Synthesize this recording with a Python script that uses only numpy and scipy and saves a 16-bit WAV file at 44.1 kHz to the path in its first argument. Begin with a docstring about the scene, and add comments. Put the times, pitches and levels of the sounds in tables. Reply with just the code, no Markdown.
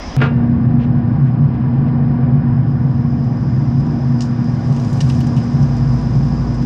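"""Pellet grill with ticking tongs

A fan drives a fire whose roar booms in the steel barrel under a steady blade tone: shaped noise and sines.
After a blink of quieter noise the grill enters with a click; struck steel clanks and a hand brushes by.
Fine hiss, shaped noise, grows from about 2.4 s and is brightest near 5 s, while tongs tick on the grate
as cracks, rings and scrapes. A second click falls among the ticks; late on, the auger motor hums and
a faint whistle sinks, both plain sines."""
import sys
import numpy as np
from scipy import signal
from scipy.fft import rfft, irfft, next_fast_len
from scipy.io import wavfile
from scipy.ndimage import uniform_filter1d, minimum_filter1d

SR = 44100
rng = np.random.default_rng(int(sys.argv[2]) if len(sys.argv) > 2 else 0)


def decibels_to_gain(level_db):
    """Convert a level in decibels to a linear amplitude gain (20 dB per decade)."""
    exponent = np.asarray(level_db, float) / 20
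    return 10 ** exponent


def wav_record(signal):
    """Record a signal, one row per channel, as 16-bit PCM in the file named by sys.argv[1]."""
    frames = np.transpose(np.atleast_2d(signal))
    bounded = np.clip(frames, -1, 1)
    # unit amplitude maps onto the largest positive 16-bit level
    quanta = np.round(bounded * 32767).astype(np.int16)
    wavfile.write(sys.argv[1], SR, quanta)


N = 293265  # length in samples


def evened(x):
    """Scales a sound to rms 1."""
    return x / np.sqrt(np.mean(x ** 2) + 1e-20)


def peaked(x, db):
    """Scales a sound to a peak level in dB."""
    return decibels_to_gain(db) * x / abs(x).max()


def read(points, hz):
    """Reads a spectrum curve in dB, interpolated along log frequency."""
    f, value = np.transpose(points)
    return np.interp(np.log(hz + 1), np.log(f + 1), value)


def humps(modes, hz):
    """Gain of a row of resonances standing on a flat floor."""
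    gain = 1
    for f, width, db in modes:
        gain = gain + (decibels_to_gain(db) - 1) / (1 + (2 * (hz - f) / width) ** 2)
    return gain


def follow(rows, t):
    """Draws straight lines through the columns of a time table."""
    s, *columns = np.transpose(rows)
    return [np.interp(t, s, c) for c in columns]


def wander(hz):
    """Slow random drift of rms 1: sines of random phase up to hz, the slow ones strongest."""
    t = np.arange(N) / SR
    rates = np.geomspace(hz / 20, hz, num=20)
    return evened(sum(np.sin(2 * np.pi * (f * t + rng.random())) / np.sqrt(f) for f in rates))


def noise(shape, size, patchy_db):
    """Random short-time spectra of magnitude shape(Hz, s) with drifting patches."""
    hop = size // 4
    hz = np.fft.rfftfreq(size, 1 / SR)[:, None]
    t = np.arange(N // hop + 5) * hop / SR
    a, b, patches = rng.standard_normal((len(t), len(hz), 3)).T
    patches = uniform_filter1d(patches, size=size // 64, axis=0)  # blur over frequency
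    patches = evened(uniform_filter1d(patches, size=8, axis=1))  # blur over time
    spectra = (a + 1j * b) * decibels_to_gain(patchy_db * patches) * shape(hz, t)
    return signal.istft(spectra, nperseg=size, noverlap=3 * hop)[1][:N]


def coloured(x, points):
    """Filters a sound by a spectrum curve in dB."""
    size = next_fast_len(len(x))
    gain = decibels_to_gain(read(points, np.fft.rfftfreq(size, 1 / SR)))
    return irfft(rfft(x, size) * gain, size)[:len(x)]


def add(mix, s, sound):
    """Mixes a sound in place from second s."""
    part = mix[round(s * SR):][:len(sound)]
    part += sound[:len(part)]


def ring(drive, modes, tilt_db):
    """Each mode is struck by the drive and dies away; tilt_db per octave pivots at 4 kHz."""
    t = np.arange(len(drive)) / SR
    body = np.zeros(len(t))
    for hz, db, t60 in modes:
        level_db = db + tilt_db * np.log2(hz / 4000) - 60 * t / t60
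        body += decibels_to_gain(level_db) * np.sin(2 * np.pi * hz * t)
    return signal.fftconvolve(drive, body)[:len(t)]


# Spectrum of the quiet opening: pitch_hz, relative level_db
OPENING = [(20, -23), (50, 9), (110, -11), (270, -3.5), (370, -15), (600, -11), (1000, -14), (1500, -24),
           (1900, -22), (2600, -28), (3300, -28), (4200, -31.5), (5200, -28.5), (7000, -40), (9000, -51),
           (13000, -86)]
# Peaks of the microphone capsule: pitch_hz, width_hz, gain_db
CAPSULE = [(5025, 250, 11), (5800, 330, 4.5)]


def opening():
    """Quiet patchy noise, strongest in the low bass, with a trace of hiss."""
    level_db = -27
    sound = noise(lambda hz, t: decibels_to_gain(read(OPENING, hz)) * humps(CAPSULE, hz), size=2048, patchy_db=2.3)
    return decibels_to_gain(level_db) * evened(sound)


# Clicks, the first at the entry of the grill: start_s, peak_db
CLICKS = [(.1662, -18), (5.2063, -19)]


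def clicks():
    """A sudden jump dying away at once: a click that falls with frequency."""
    out = np.zeros(N)
    decay_s = 0.00006
    for s, db in CLICKS:
        add(out, s, decibels_to_gain(db) * np.exp(-np.arange(SR // 100) / (decay_s * SR)))
    return out


# Course of the fire: time_s, boom_db, rush_of_air_db
FIRE = [(0.3, -15.5, -31.5), (0.55, -12.5, -33.5), (1.4, -12, -33.5), (2.3, -12.5, -33),
        (2.8, -14.5, -35.5), (5.1, -14.5, -32.5), (6.65, -14.5, -33)]
# Spectrum of the boom: pitch_hz, relative level_db
BOOM = [(30, -33.5), (57, -21.5), (80, -16), (100, -17.5), (130, -15), (155, -13.5), (190, -17.5),
        (215, -13.5), (270, -21), (305, -20), (325, -32), (345, -24.5), (360, -32.5), (450, -62),
        (900, -130)]
# Resonance of the barrel's air: pitch_hz, width_hz, gain_db
BARREL = (131.5, 21, 16)
# Spectrum of the rushing air: pitch_hz, relative level_db
RUSH = [(180, -24), (330, -5), (500, -6), (900, -12), (1300, -17), (2000, -26.5), (3000, -36),
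        (4400, -42.5), (5400, -45.5), (6300, -66), (7500, -95.5), (10000, -120)]
# Peaks and dips of the steel panels: pitch_hz, width_hz, gain_db
PANELS = [(604, 19, -6), (697, 20, 5), (792, 29, 7.5), (850, 30, -7), (984.4, 30, 10), (1013, 46, -12.5),
          (1082, 18, 6), (1149, 43, 5.5), (1280, 45, -3), (1477, 20, 9), (1643, 27, 9), (1800, 57, 8.5),
          (2030, 79, -8), (2047, 45, 8.5), (2400, 130, 4), (3000, 140, 4.5), (4980, 140, 11)]


def fire():
    """Turbulent flame excites the barrel's air; the draught hisses through steel panels."""
    def boom_shape(hz, t):
        return decibels_to_gain(read(BOOM, hz)) * humps([BARREL], hz) * humps(PANELS, hz)

    def rush_shape(hz, t):
        return decibels_to_gain(read(RUSH, hz)) * humps(PANELS, hz)

    boom_db, rush_db = follow(FIRE, np.arange(N) / SR)
    boom = evened(noise(boom_shape, size=8192, patchy_db=0.0))
    rush = evened(noise(rush_shape, size=2048, patchy_db=0.7))
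    boom = decibels_to_gain(boom_db + 1.0 * wander(6.5)) * boom
    rush = decibels_to_gain(rush_db + 0.12 * wander(8.1)) * rush
    return boom + rush


# Overtones of the blade tone: multiple, level_db relative to the fundamental
OVERTONES = [(2, -27.5), (3, -26), (4, -39)]


def fan():
    """Blades pass the housing: a slightly wavering tone with weak overtones, slowly getting softer."""
    blade_hz, level_db, sag_db_per_s = 238, -20, 0.5
    turns = np.cumsum(blade_hz + 0.37 * wander(6)) / SR
    tone = np.sin(2 * np.pi * turns)
    for k, overtone_db in OVERTONES:
        tone = tone + decibels_to_gain(overtone_db + 1.3 * wander(12)) * np.sin(2 * np.pi * k * turns)
    course_db = level_db - sag_db_per_s * np.arange(N) / SR + 1.4 * wander(7.0)
    return np.sqrt(2) * decibels_to_gain(course_db) * tone


# Course of the hiss: time_s, level_db, brightness (0 to 1)
HISS = [(.17, -77, 0.5), (2.4, -77, 0.03), (2.9, -67, 0.35), (3.6, -61, 0.4), (4.4, -59.5, 0.4),
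        (4.95, -55, 1), (5.15, -52.5, .9), (5.27, -55.5, 0.63), (6.65, -56.5, 0.54)]
# Spectrum at brightness 0: pitch_hz, relative level_db
DULL = [(1300, -39), (2200, -10), (3500, -12), (4400, -14), (5100, -3), (6000, -15), (6700, -21),
        (8000, -33.5), (10000, -43.5), (12000, -62.5), (16000, -100)]
# Spectrum at brightness 1: pitch_hz, relative level_db
BRIGHT = [(1300, -33.5), (2200, -9), (3600, -9.5), (5000, -10), (6200, -10), (7500, -14), (10000, -24.5),
          (13000, -31), (15500, -51.5)]


def hiss():
    """Fine noise that swells and brightens; small random flickers brighten its treble."""
    flickers_per_s, flicker_db, flicker_decay_s = 23, -8, 0.0038

    def shape(hz, t):
        db, bright = follow(HISS, t)
        bright = np.clip(bright, 0, 1)
        colour_db = (1 - bright) * read(DULL, hz) + bright * read(BRIGHT, hz)
        return decibels_to_gain(db + colour_db) * humps(CAPSULE, hz)

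    starts = (rng.random(N) < flickers_per_s / SR) * rng.exponential(1, N)
    flicker = signal.oaconvolve(starts, np.exp(-np.arange(SR // 40) / (flicker_decay_s * SR)))[:N]
    steady = noise(shape, size=512, patchy_db=1.0)
    treble = coloured(steady, [(4000, -7), (7500, 7), (11000, 8.5)])
    return steady + decibels_to_gain(flicker_db) * flicker * treble


# A hand brushes the grill: start_s, length_s, peak_db, treble_db
RUSTLES = [(0.171, 0.036, -32.5, 3), (0.77, 0.09, -38.5, 0), (0.811, 0.058, -37, -1.5),
           (1.212, 0.12, -46.5, 19), (1.524, .06, -44, 2), (1.838, 0.083, -43, 0.5)]
# Spectrum of the rubbing: pitch_hz, relative level_db
BRUSH = [(1200, -29), (2400, 2.5), (3800, -9), (6000, -19.5), (8000, -39), (12000, -83)]


def rustles():
    """Soft swells of rubbing noise."""
    out = np.zeros(N)
    for s, length, db, treble_db in RUSTLES:
        rub = coloured(rng.standard_normal(SR // 4), BRUSH)
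        rub = coloured(rub, [(4000, 0), (12000, treble_db)])[:round(length * SR)]
        add(out, s, peaked(rub * np.hanning(len(rub)), db))
    return out


# Modes of the steel body: pitch_hz, level_db before tilt, t60_s
STEEL = [(450, -1, .25), (600, -3, .25), (721, -8, .35), (926, -11, .3), (1200, -4, .24), (1410, -1, .22),
         (1647, -8, .28), (1793, -4, .12), (2005, -9, .28), (2288, -10, .23), (2347, -12, .19),
         (2552, -9, .2), (2487, -16, .3), (2751, -17.5, .55), (2789, -16, .46), (3198, -20, .26),
         (3397, -15, .13), (3774, -22, .2), (4587, -28, .2)]
# Blows on the steel body: start_s, rattle_peak_db, rattle_decay_s, ring_db relative to the rattle
CLANKS = [(.185, -27, .03, -30), (.203, -19, 0.019, -30), (0.2153, -6, 0.008, 2), (.2195, -4, 0.016, -14),
          (.238, -13, 0.025, -8), (.258, -18, .02, -14)]
# Spectrum of the rattle: pitch_hz, relative level_db
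RATTLE = [(150, -10.5), (350, 0), (550, -2.5), (900, -5), (1400, -2), (2100, -11), (2700, -11.5),
          (3500, -19), (5000, -29.5), (8000, -50), (12000, -75.5)]


def clanks():
    """A short rattling contact sets the steel ringing."""
    out, t = np.zeros(N), np.arange(SR // 2) / SR
    blow = np.sin(np.pi * np.minimum(t / 0.0002, 1)) ** 2  # one push of 0.2 ms
    for s, db, contact, ring_db in CLANKS:
        rattle = coloured(rng.standard_normal(len(t)), RATTLE)
        rattle = rattle * np.exp(-t / contact) * np.minimum(t / 0.0009, 1)
        ringing = ring(blow, STEEL, 0.33)
        add(out, s, peaked(rattle, db) + peaked(ringing, db + ring_db))
    return out


# Modes of the tongs: pitch_hz, level_db before tilt, t60_s
TONGS = [(1840, -7.5, .04), (2960, 1, 0.032), (3290, -8.5, 0.04), (3860, -7.5, 0.037), (5070, -2.5, .04),
         (5700, 1.5, 0.031), (6550, -9.5, 0.046), (6970, -3.5, 0.049)]
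# Touches on the grate: start_s, peak_db, tilt_db_per_octave, treble_db, crack_decay_s
TICKS = [(4.2065, -20.5, 4, -2, 0.0017), (4.2194, -23, 4, -3, .002), (4.725, -33.5, 2, 3.5, .002),
         (4.764, -31.5, -4, 2, .002), (4.798, -34, -0.5, 1, .002), (4.8463, -34, 8, 4, 0.0022),
         (5.005, -21, -9.5, 2, .003), (5.008, -18, 0.5, 6, 0.0064), (5.098, -22, -7, 7, .004),
         (5.21, -27.5, -1, -7, 0.0016), (5.268, -37, 7.5, 11, 0.0046), (5.3657, -29, -4, 15, 0.0011),
         (5.3718, -28, -14.5, -6, 0.0015), (5.459, -44.5, 0, 9, .002), (5.7802, -38.5, 9, 7, .003)]
# Spectrum of the scrape: pitch_hz, relative level_db
SCRAPE = [(900, -24.5), (1800, -10.5), (2900, -3.5), (3800, -3.5), (5500, 2), (8000, -11), (12000, -35.5),
          (15000, -48)]


def ticks():
    """Tongs touch the grate: a crack, a brief ring, a scrape."""
    rise_s, scrape_db, scrape_t60_s = 0.00025, -12.5, 0.27
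    out, t = np.zeros(N), np.arange(SR // 4) / SR
    fade = 1 - t / t[-1]
    for s, db, tilt_db, treble_db, crack in TICKS:
        decay = np.exp(-t / crack) + decibels_to_gain(scrape_db - 60 * t / scrape_t60_s)
        touch = (1 - np.exp(-t / rise_s)) * decay * fade
        tint = [(2900, -tilt_db), (4500, 0.002), (7000, 0.0046), (12000, treble_db)]
        grain = coloured(rng.standard_normal(len(t)), tint)
        scrape = touch * coloured(grain, SCRAPE)
        ringing = ring(scrape * touch, TONGS, tilt_db)
        tick = peaked(ringing, -7.0) + peaked(scrape, -0.87)
        add(out, s, peaked(tick, db) * fade)
    return out


def auger():
    """The feed motor is a plain low sine that rises quickly once it is switched on."""
    hum_hz, level_db, start_s, rise_s = 56, -24, 5.58, 0.08
    t = np.maximum(np.arange(N) / SR - start_s, 0)
    swell = 1 - np.exp(-t / rise_s)
    return np.sqrt(2) * decibels_to_gain(level_db) * swell * np.sin(2 * np.pi * hum_hz * t)


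# A thin whistle: start_s, length_s, level_db, pitch_hz, glide_hz_per_s
SQUEAK = (5.945, .13, -76, 10050, -1500)


def squeak():
    """A faint high sine that sinks a little."""
    s, length, level_db, hz, glide = SQUEAK
    out, t = np.zeros(N), np.arange(0, length, 1 / SR)
    swell = np.sqrt(np.sin(np.pi * t / length))
    whistle = np.sin(2 * np.pi * (hz + glide * t / 2) * t)
    add(out, s, np.sqrt(2) * decibels_to_gain(level_db) * swell * whistle)
    return out


def scene():
    """The quiet opening gives way to the whole grill at the first click."""
    grill = fire() + fan() + hiss() + rustles() + clanks() + ticks() + auger() + squeak()
    entry_s = CLICKS[0][0]
    mix = np.where(np.arange(N) < entry_s * SR, opening(), grill)
    return (mix + clicks())[None]


def roll_off(x):
    """The treble ends steeply here."""
    return signal.sosfilt(signal.butter(12, 15800, fs=SR, output="sos"), x)


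def record(dry):
    """A limiter turns the loudest peaks smoothly down."""
    limit_db = -3.5
    top = -minimum_filter1d(-abs(dry), size=SR // 60)  # highest peak nearby
    over_db = np.maximum(20 * np.log10(top + 1e-9) - limit_db, 0)
    over_db = uniform_filter1d(over_db, size=SR // 150)
    over_db = uniform_filter1d(over_db, size=SR // 150)
    mix = dry * decibels_to_gain(-0.7 * over_db)  # takes off 0.7 dB per dB over the limit
    return roll_off(mix)


dry = scene()
out = record(dry)
wav_record(out)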